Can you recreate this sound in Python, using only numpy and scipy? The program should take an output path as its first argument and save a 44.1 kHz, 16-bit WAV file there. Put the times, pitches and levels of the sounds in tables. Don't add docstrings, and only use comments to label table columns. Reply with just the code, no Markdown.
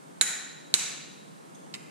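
import sys
import numpy as np
from scipy import signal
from scipy.io import wavfile
from scipy.ndimage import map_coordinates

SR = 44100
rng = np.random.default_rng(int(sys.argv[2]) if len(sys.argv) > 2 else 0)


def inscribe(sig):
    pcm = np.round(np.clip(np.atleast_2d(sig).T, -1, 1) * 32767)
    wavfile.write(sys.argv[1], SR, pcm.astype(np.int16))


N = 83790

# (time [s], level [dB])
BREAK_TOUCHES = [(.2115, -11), (.2128, -27)]
RESET_TOUCHES = [(0.7405, -12), (0.7423, -47)]
TICK_TOUCHES = [(1.7398, -39.5), (1.7408, -42), (1.7427, -38), (1.7443, -46), (1.751, -47), (1.759, -60)]


def from_db(db):
    return 10 ** (np.asarray(db) / 20)


def rms_one(x):
    return x / np.sqrt(np.mean(x ** 2) + 1e-20)


def at_hz(points, hz, column=1):
    points = np.array(points)
    return np.interp(np.log(hz), np.log(points[:, 0]), points[:, column])


def left_right(balance_db):
    return from_db([[balance_db / 2], [-balance_db / 2]])


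def high_pass(x, order, edge_hz):
    return signal.sosfilt(signal.butter(order, edge_hz, "high", fs=SR, output="sos"), x)


def decay_per_sample(t60_s):
    return from_db(-60 / (t60_s * SR))


def ring(drive, hz, t60_s):
    r = decay_per_sample(t60_s)
    w = 2 * np.pi * hz / SR
    return signal.lfilter([0, np.sin(w)], [1, -2 * r * np.cos(w), r * r], drive + 1e-18)


def noise_bands(size):
    edges_hz = 22 * 2 ** np.arange(0, 9.9, 1 / 3)
    white = rng.standard_normal((2, 2, size))
    for k, (low, high) in enumerate(zip(edges_hz, edges_hz[1:])):
        band_pass = signal.butter(2, [low, high], "band", fs=SR, output="sos")
        yield np.sqrt(low * high), signal.sosfilt(band_pass, white[k % 2])


def pair(mid_side, alike):
    alike = np.clip(alike, -1, 1)
    mid = np.sqrt(1 + alike) * mid_side[0]
    side = np.sqrt(1 - alike) * mid_side[1]
    return mid + side * np.array([[1], [-1]])


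def rumble(swell_db):
    # (frequency [Hz], relative level per Hz [dB])
    spectrum = [(15, -51.5), (25, -43), (108, -67), (159, -1), (273, -7.5), (330, -7), (410, -9.5),
                (584, -10), (1120, -14), (2460, -27), (2670, -27), (5270, -31.5), (8830, -29.5),
                (14400, -46.5), (16500, -61)]
    # (frequency [Hz], left-right likeness [-1 to 1])
    likeness = [(60, 0.1), (130, -0.28), (290, -0.3), (640, -0.82), (1410, -0.65), (3100, 0.4),
                (6820, 0.08), (15000, 0.23)]
    # (frequency [Hz], left minus right [dB])
    balance = [(60, 2), (110, -0.5), (200, -1.5), (380, 2), (700, -0.5), (1290, -1), (2380, -1.5),
               (4400, 0.5), (8120, -7), (15000, 1.5)]
    half_swell_hz = 1520
    out = 0
    for hz, band in noise_bands(N + SR // 2):
        settled = band[:, -N:]
        band_swell_db = swell_db / (1 + (hz / half_swell_hz) ** 2)
        gain = from_db(at_hz(spectrum, hz) + band_swell_db)
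        out = out + gain * pair(settled, at_hz(likeness, hz)) * left_right(at_hz(balance, hz))
    return rms_one(out)


def narrow_noise(hz, width_hz):
    return ring(rng.standard_normal((2, N)), hz, np.log(1000) / np.pi / width_hz)


def drone():
    return rms_one(high_pass(narrow_noise(hz=163, width_hz=15), order=4, edge_hz=144))


def whine():
    throb_hz, depth = 60, .9
    throb = 1 + depth * np.sin(2 * np.pi * throb_hz * np.arange(N) / SR)
    return rms_one(narrow_noise(hz=8640, width_hz=45) * throb)


def room_tone():
    # (time [s], level [dB])
    level_curve = [(0.0, -57), (0.12, -55.5), (0.544, -57.5), (0.804, -54), (0.968, -55.5), (1.142, -56.5),
                   (1.798, -54), (1.9, -54.5)]
    lift_db, drone_db, whine_db = 7.5, -62.5, -71
    s, db = np.transpose(level_curve)
    swell_db = np.interp(np.arange(N) / SR, s, db - db.mean())
    out = from_db(db.mean() + lift_db) * rumble(swell_db)
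    out = out + from_db(drone_db + swell_db) * drone()
    return out + from_db(whine_db) * whine()


def steel_modes():
    # (frequency [Hz], t60 before ring share [s], left minus right [dB],
    # relative level at break [dB], at reset [dB], at tick [dB])
    modes = [(353, 0.026, 16, -47, -33, -31), (426, 0.062, 3, -26, -28, -30),
             (640, 0.026, 24.5, -60, -25.5, -34), (840, 0.014, -12.5, -15, -19.5, -20),
             (1145, 0.0062, 2, -14.5, -11.5, -25), (1495, 0.017, 3, -13, -16, -11),
             (1860, 0.015, 8, -12, -10, -18), (2507, 0.0083, -9, -13, -9, 4.5),
             (3093, 0.018, 12, -24.5, -13, 1), (3290, 0.014, -8, -9, -6.5, -8),
             (3960, 0.016, -12, 0.5, -2, 1), (4250, 0.0077, 33, -12, -1.5, -0.5),
             (4630, 0.0031, -23, -7.5, 2.5, 8.5), (5920, 0.0055, 10, -13, -6.5, -36),
             (6350, 0.0033, 11, -5, 0, 4), (6745, 0.023, -13, -8.5, -13, -18),
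             (7120, 0.018, -17, -7.5, -8.5, -4), (7460, 0.017, -16, -9, -6, -6),
             (7875, 0.019, -16, -13, -4.5, -10), (8500, 0.011, -21, -13, -12, -24),
             (9120, 0.0041, -24, -12, -14.5, -7), (9870, 0.0042, -29, -14.5, -18, -28),
             (11320, 0.005, -27, -24.5, -19.5, -10), (12100, .003, -20, -44, -19, -35),
             (13300, 0.0035, -5, -14.5, -14, -20), (15000, .005, -15, -28, -29, -29)]
    ring_share = [0.72, 0.56, 0.37]
    # (break, reset, tick) [dB]
    near_send_db = [-0.7, -4, 1.2]
    # (break, reset, tick) [dB]
    far_send_db = [-0.4, -0.5, -4.5]
    strength_spread_db, contact_t60_s = 2, .0012
    contact_gain = 2 * np.log(1000) / (contact_t60_s * SR)
    direct, near, far = np.zeros((2, N)), np.zeros((2, N)), np.zeros((2, N))
    for kind, touches in enumerate([BREAK_TOUCHES, RESET_TOUCHES, TICK_TOUCHES]):
        s, db = np.transpose(touches)
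        at = (s * SR).astype(int)
        spread_db = strength_spread_db * rng.standard_normal((len(s), len(modes)))
        for k, (hz, t60_s, balance_db, *levels_db) in enumerate(modes):
            clicks = np.zeros(N)
            clicks[at] = (-1) ** k * from_db(db + levels_db[kind] + spread_db[:, k])
            push = ring(clicks, hz, contact_t60_s) * contact_gain
            tone = ring(push, hz, t60_s * ring_share[kind])
            direct += tone * left_right(balance_db)
            near[k % 2] += tone * from_db(near_send_db[kind])
            far[k % 2] += tone * from_db(far_send_db[kind])
    return direct, near, far


def cracks():
    # (break, reset, tick) [dB]
    crack_db = [-33, -21, -17.5]
    t60_s = 0.0053
    clicks = np.zeros(N)
    for kind, touches in enumerate([BREAK_TOUCHES, RESET_TOUCHES, TICK_TOUCHES]):
        s, db = np.transpose(touches)
        clicks[(s * SR).astype(int)] = from_db(db + crack_db[kind])
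    envelope = signal.lfilter([1], [1, -decay_per_sample(t60_s)], clicks)
    return envelope * np.diff(rng.standard_normal(N + 1))


def click_ring(s, db, hz, t60_s):
    click = np.zeros(N)
    click[int(s * SR)] = from_db(db)
    return ring(click, hz, t60_s)


def tube_hum():
    return click_ring(BREAK_TOUCHES[0][0], db=-54, hz=3925, t60_s=0.3)


def handling():
    # (time [s], level [dB], pitch [Hz], t60 [s])
    sounds = [(1.548, -45, 6470, 0.0083), (1.549, -49, 8700, 0.0046), (1.552, -50, 3460, 0.019),
              (1.667, -49.5, 800, 0.049)]
    return sum(click_ring(*sound) for sound in sounds)


def wrench():
    left_lead_s = .00003
    direct, near, far = steel_modes()
    rest = cracks() + tube_hum() + handling()
    direct += rest
    direct[0] = map_coordinates(direct[0], [np.arange(N) + left_lead_s * SR], order=3)
    return direct, near + rest / 2, far + rest / 2


def hall(near_feed, far_feed):
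    # (frequency [Hz], t60 [s], relative level [dB], left-right likeness [-1 to 1])
    tail_bands = [(370, 0.56, -19, 1), (650, 1.31, -26, 0.7), (1320, 0.99, -12, 0.029),
                  (2360, 1.045, -8, 0.29), (3460, 1.014, -23.5, 0.94), (4460, 1.065, -16.5, 0.74),
                  (6100, 0.81, -5.5, -0.12), (7940, 0.61, -12, -0.28), (11900, 0.56, 6.5, -0.1),
                  (14200, 0.25, -44.5, -0.17)]
    near_db, near_balance_db, near_t60_s, near_start_s = 9, -3, 0.074, .002
    build_s = 0.044
    t = np.arange(N) / SR
    near_decay = from_db(near_db - 60 * t / near_t60_s) * (t > near_start_s)
    near = left_right(near_balance_db) * near_decay
    build = 1 - np.exp(-(t / build_s) ** 2)
    out = 0
    for near_half, far_half in zip(near_feed, far_feed):
        echoes, tail = 0, 0
        for hz, band in noise_bands(N):
            level = from_db(at_hz(tail_bands, hz, column=2))
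            stereo = level * pair(band, at_hz(tail_bands, hz, column=3))
            echoes = echoes + near * stereo
            tail = tail + build * from_db(-60 * t / at_hz(tail_bands, hz)) * stereo
        out = out + signal.fftconvolve(near_half[None], echoes, axes=1)
        out = out + signal.fftconvolve(far_half[None], tail, axes=1)
    return out[:, :N] / np.sqrt(SR / 10)


def scene():
    hall_db, low_edge_hz = 17.5, 210
    direct, near_feed, far_feed = wrench()
    clicks = direct + from_db(hall_db) * hall(near_feed, far_feed)
    return high_pass(clicks, 2, low_edge_hz) + room_tone()


def record(dry):
    overload, cutoff_hz = .95, 16800
    rounded = dry / (1 + (dry / overload) ** 6) ** (1 / 6)
    low_pass = signal.cheby2(20, 60, cutoff_hz, fs=SR, output="sos")
    return .97 * signal.sosfilt(low_pass, rounded)


dry = scene()
out = record(dry)
inscribe(out)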